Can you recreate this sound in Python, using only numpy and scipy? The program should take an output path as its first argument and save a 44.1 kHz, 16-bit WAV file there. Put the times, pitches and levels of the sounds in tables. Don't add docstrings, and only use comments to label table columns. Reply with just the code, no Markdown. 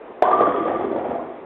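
import sys
import numpy as np
from scipy import signal
from scipy.fft import rfft, irfft, next_fast_len
from scipy.io import wavfile
from scipy.ndimage import uniform_filter1d, minimum_filter1d, map_coordinates

SR = 44100
rng = np.random.default_rng(int(sys.argv[2]) if len(sys.argv) > 2 else 0)


def store_pcm(level_fs):
    pcm = np.round(np.clip(level_fs, -1, 1) * 32767).astype(np.int16)
    wavfile.write(sys.argv[1], SR, np.atleast_2d(pcm).T)


def voltage_ratio(decibels):
    exponent = np.asarray(decibels, float) / 20
    return 10 ** exponent


N = 63945

# f/Hz, level/dB
BAND = [(5, -39), (60, -2), (3300, -1.5), (3900, -12.5), (4300, -18.5), (4800, -70), (7000, -120)]


def unit(x):
    return x / np.sqrt(np.mean(x ** 2) + 1e-20)


def along(points, hz):
    f, v = np.transpose(points)
    return np.interp(np.log(hz + 1), np.log(f + 1), v)


def filtered(x, response):
    m = next_fast_len(N + SR // 2)
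    hz = np.fft.rfftfreq(m, 1 / SR)
    return irfft(rfft(x, m) * response(hz), m)[..., :N]


def causal(points):
    def response(hz):
        cepstrum = irfft(np.log(voltage_ratio(along(points, hz))))
        cepstrum[1:len(hz) - 1] *= 2
        cepstrum[len(hz):] = 0
        return np.exp(rfft(cepstrum))
    return response


def wobble(rate):
    knots = rng.standard_normal(int(N * rate / SR) + 4)
    return map_coordinates(knots, [np.arange(N) * rate / SR])


def burst(hz, life_s):
    t = np.arange(SR // 10) / SR
    swell = np.e * t / life_s * np.exp(-t / life_s)
    return swell * np.sin(2 * np.pi * hz * t)


def rush():
    # f/Hz, level/dB per Hz
    rush_colour = [(15, -61), (25, -20), (147, -16), (384, 5), (1070, -7.5), (1140, -10.5), (1520, -14.5),
                   (1990, -17.5), (3650, -30.5), (4740, -64.5), (8030, -120)]
    rush_db = -37
    z = signal.stft(rng.standard_normal(N + SR // 4), nperseg=512)[2]
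    patches = uniform_filter1d(rng.standard_normal(z.shape), 4, 0)
    patches = uniform_filter1d(patches, 6, 1)
    noise = signal.istft(z * voltage_ratio(2 * unit(patches)), nperseg=512)[1][:N]

    def colour(hz):
        return voltage_ratio(along(rush_colour, hz) - np.maximum(along(BAND, hz), -12))
    return voltage_ratio(rush_db) * unit(filtered(noise, colour))


def knocks():
    # t/s, peak level/dB, f/Hz, life/cycles
    wood_knocks = [(0.101, -28.5, 384.6, 0.69), (0.223, 2, 658, 0.91), (0.23, -13.5, 730, 1.7),
                   (0.275, -9.5, 783, 1.3), (0.284, -8.5, 691, 1.9), (0.313, -7, 735, 1.1),
                   (0.337, -12.5, 618.5, 0.86), (0.388, -18, 370, 1.3), (0.406, -3.5, 657, 1.5),
                   (0.442, -25.5, 622, 2.8), (0.474, -14, 303.6, 1), (0.545, -14.5, 417, 2.7),
                   (0.606, -18.5, 332, 1.8), (0.632, -28.5, 415, 0.81), (0.653, -14.5, 500, 2.4),
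                   (0.675, -13.5, 519, 1.1), (0.715, -14.5, 680, 1), (0.756, -18.5, 349, 1.33),
                   (0.795, -16.5, 379, 1.1), (0.842, -10.5, 388, 1.14), (0.914, -12.5, 381, 0.78),
                   (0.96, -12.5, 516, 0.79), (0.974, -17, 540, 2.3), (1.011, -23, 740, 1.4),
                   (1.036, -35, 428, 1.3), (1.061, -20.5, 504, 1.7), (1.084, -22, 258.7, 1.5),
                   (1.116, -25, 242.6, 1.5), (1.15, -14, 633, 1.37)]
    # t/s, peak level/dB, f/Hz, life/cycles
    more_knocks = [
        (.2313, -10, 710, 0.92),
        (.330, -17.5, 373.5, 2.64),
        (.4078, -8, 457.5, 1.15),
        (.420, -16, 486, 1.8),
        (.464, -14.5, 561, 2.8),
        (.484, -21, 289.6, 2.4),
        (.925, -18, 633, 1.2),
        (.945, -19.5, 505, 2.1),
        (.985, -20, 620, 1.1),
        (1.158, -17.5, 706, 1.83),
    ]
    # t/s, peak level/dB, f/Hz
    pings = [
        (0.2537, -20, 1490),
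        (0.3137, -24, 1584),
        (0.4674, -19.5, 1430),
        (0.5208, -31, 1750),
        (0.6794, -29, 1650),
        (0.6933, -30.5, 1828),
        (0.705, -31.5, 1904),
        (0.7597, -33, 2110),
        (1.0494, -48.5, 1606),
    ]
    # f/Hz, level/dB
    crack_colour = [(300, -10.5), (1500, 7.5), (2300, -3.5), (2800, -13.5), (3400, -3), (4200, -6)]
    knock_db, lag_s = -0.5, 0.0001
    under, under_db = 0.686, -9
    crack_db, crack_s, crack_grows = -18.5, 0.009, 1.2
    lead_s, lead_db = 0.0029, -24.5
    ping_db, ping_s = -1.5, 0.0016

    x, cracks = np.zeros(N + SR), np.zeros(N + SR)
    t = np.arange(SR // 10) / SR
    s, db, hz, life = wood_knocks[1]
    lead_in = [(s - lead_s, db + lead_db, hz, life)]
    for s, db, hz, life in lead_in + list(wood_knocks) + list(more_knocks):
        at = round((s + lag_s) * SR)
        life_s = max(life, 0.2) / hz
        modes = burst(hz, life_s) + voltage_ratio(under_db) * burst(under * hz, life_s / under)
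        x[at:][:len(t)] += voltage_ratio(db + knock_db) * modes
        crack = np.exp(-t / crack_s) * rng.standard_normal(len(t))
        cracks[at:][:len(t)] += voltage_ratio(crack_grows * db + crack_db) * crack
    for s, db, hz in pings:
        x[round(s * SR):][:len(t)] += voltage_ratio(db + ping_db) * burst(hz, ping_s)
    return x[:N] + filtered(cracks[:N], causal(crack_colour))


def pin_body(f):
    # f/Hz, width/Hz, level/dB
    pin_modes = [(678, 45, -10), (797, 30, -12), (985, 20, -9), (1016, 20, -10), (1100, 40, -12),
                 (1167, 18, -1), (1211, 14, -1), (2000, 400, -26), (3350, 300, -30)]
    total = 0
    for k, (centre, width, db) in enumerate(pin_modes):
        damping = 1j * f * width
        total = total + (-1) ** k * voltage_ratio(db) * damping / (centre * centre - f * f + damping)
    return total


def thuds(count):
    centre_hz, spread_octaves = 400.8, 0.45
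    life_cycles, spread_db = 2.45, 1.5
    rows, t = rng.standard_normal((count, 2)), np.arange(SR // 20)
    start = rng.integers(0, N, (count, 1))
    hz = centre_hz * 2 ** (spread_octaves * np.clip(rows[:, :1], -1, 2))
    turns = hz * t / SR
    swell = turns * np.exp(-turns / life_cycles)
    bumps = voltage_ratio(spread_db * rows[:, 1:]) * swell * np.sin(2 * np.pi * turns)
    return start, (start + t).ravel(), bumps


def scatter(count, spread_db):
    rows, x = rng.random((count, 3)), np.zeros(N)
    size = voltage_ratio(-spread_db * np.log(rows[:, 2] + 0.02))
    np.add.at(x, (rows[:, 0] * N).astype(int), np.sign(rows[:, 1] - 0.5) * size)
    return x


def tumble():
    # t/s, activity level/dB, pin-on-pin share level/dB
    activity = [
        (.222, -27, 2.5),
        (.30, -30.5, 4),
        (.42, -24.5, -1),
        (.51, -29.5, 1.5),
        (.68, -24.5, -2.5),
        (.88, -30.5, -4),
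        (.96, -27, -12),
        (1.1, -34.5, -8.5),
        (1.4, -46.5, -15),
    ]
    # f/Hz, level/dB per Hz
    deck_colour = [(35, -46), (60, -7.5), (128, -7.5), (391, 5), (689, 9), (923, 1.5), (1170, -10.5),
                   (1350, -7.5), (3650, -31.5), (4740, -60), (8030, -120)]
    thud_db, rattle_db, tick_db = -5.5, -3, -4.5
    deck_build_s = 0.088

    s, db, share_db = np.transpose(activity)
    now = np.arange(N) / SR
    fade_db = -120 * np.clip(now - s[-1], 0, None) + 1.5 * wobble(12)
    level = voltage_ratio(np.interp(now, s, db) + fade_db) * (now > s[0])

    start, where, bumps = thuds(count=260)
    steady = np.bincount(where, bumps.ravel())
    deck = np.bincount(where, (level[start] * bumps).ravel())[:N] / steady.std()
    deck = deck * np.clip((now - s[0]) / deck_build_s, 0, 1)

    fine = scatter(count=3000, spread_db=2)
    uneven = level * voltage_ratio(5.1 * wobble(35))
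    rattle = filtered(uneven * fine, causal(deck_colour)) / filtered(fine, causal(deck_colour)).std()

    ticks = scatter(count=600, spread_db=3)
    contact = level * voltage_ratio(np.interp(now, s, share_db))
    pins = filtered(contact * ticks, pin_body) / filtered(ticks, pin_body).std()
    return voltage_ratio(thud_db) * deck + voltage_ratio(rattle_db) * rattle + voltage_ratio(tick_db) * pins


def clacks():
    # t/s, peak level/dB, f/Hz
    pin_clacks = [(0.2363, -8.5, 988), (0.2502, -9.5, 1064), (0.2631, -14.5, 1100), (0.2742, -16.5, 1020),
                  (0.292, -15.5, 935), (0.3087, -8.5, 1184), (0.3107, -10.5, 988), (0.3289, -4, 1177),
                  (0.3406, -11, 1154), (0.3558, -16, 1150), (0.373, -14.5, 1184), (0.4008, -9.5, 1232),
                  (0.4185, -11, 1108), (0.4322, -9, 1174), (0.4551, -16.5, 1160), (0.4694, -17.5, 1128),
                  (0.5087, -18, 1195), (0.5286, -23, 1190), (0.5444, -13.5, 1225), (0.5841, -30, 1190),
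                  (0.6008, -21.5, 1200), (0.6532, -20.5, 1173), (0.6765, -19, 1226), (0.7133, -27.5, 1100),
                  (0.759, -23.5, 1190), (0.7841, -20.5, 1192), (0.8085, -22.5, 1210), (0.959, -22, 906),
                  (1.193, -24.5, 1060)]
    clack_db, clack_s, ring_db = -4, 0.0036, -24
    x, blows = np.zeros(N + SR), np.zeros(N)
    for s, db, hz in pin_clacks:
        at = round(s * SR)
        x[at:][:SR // 10] += voltage_ratio(db + clack_db) * burst(hz, clack_s)
        blows[at] = voltage_ratio(db + ring_db)
    one_ring = np.abs(filtered(np.arange(N) == 0, pin_body)).max()
    return x[:N] + filtered(blows, pin_body) / one_ring


def hall(x):
    # delay t/s, level/dB
    walls = [
        (.0085, -15),
        (0.015, -17.5),
        (0.022, -15),
        (.029, -34.5),
    ]
    # f/Hz, t60 t/s
    decay_times = [(150, 1), (500, 0.6), (1200, 0.97), (3500, 1)]
    # f/Hz, level/dB
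    tail_colour = [(100, 2.5), (1300, -1), (2200, -1.5), (3500, -7.5)]
    wet_db = -8
    hz, t, z = signal.stft(rng.standard_normal(SR), SR, nperseg=256)
    decay_db = -60 * t / along(decay_times, hz)[:, None]
    tail = signal.istft(z * voltage_ratio(along(tail_colour, hz)[:, None] + decay_db), SR, nperseg=256)[1]
    tail = voltage_ratio(wet_db) * tail / np.linalg.norm(tail)
    answer = np.pad(tail, (SR // 40, 0))
    for s, db in walls:
        answer[round(s * SR)] += voltage_ratio(db)
    return signal.fftconvolve(x, answer)[:N]


def scene():
    # f/Hz, level/dB
    radiation = [(40, -24.5), (150, -4), (260, -1), (5000, 2)]
    pins = filtered(knocks(), causal(radiation)) + tumble() + clacks()
    return (rush() + pins + hall(pins))[None]


def top_cut(x):
    return signal.sosfilt(signal.butter(12, 16500, fs=SR, output="sos"), x)


def record(dry):
    held, wakes_s, react_s = 0.66, 0.235, 0.006
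    ceiling, fade_s = 0.712, 0.0014
    narrow = filtered(dry, causal(BAND))
    span = round(react_s * SR)
    awake = np.arange(N) > wakes_s * SR
    need = np.where(awake, np.minimum(1, held / (np.abs(narrow) + 1e-9)), 1)
    gain = minimum_filter1d(need, 2 * span + 1)
    gain = uniform_filter1d(uniform_filter1d(gain, span), span)
    fade = np.clip((N - np.arange(N)) / (fade_s * SR), 0, 1)
    mix = np.clip(gain * narrow, -ceiling, ceiling) * fade
    return top_cut(mix)


dry = scene()
out = record(dry)
store_pcm(out)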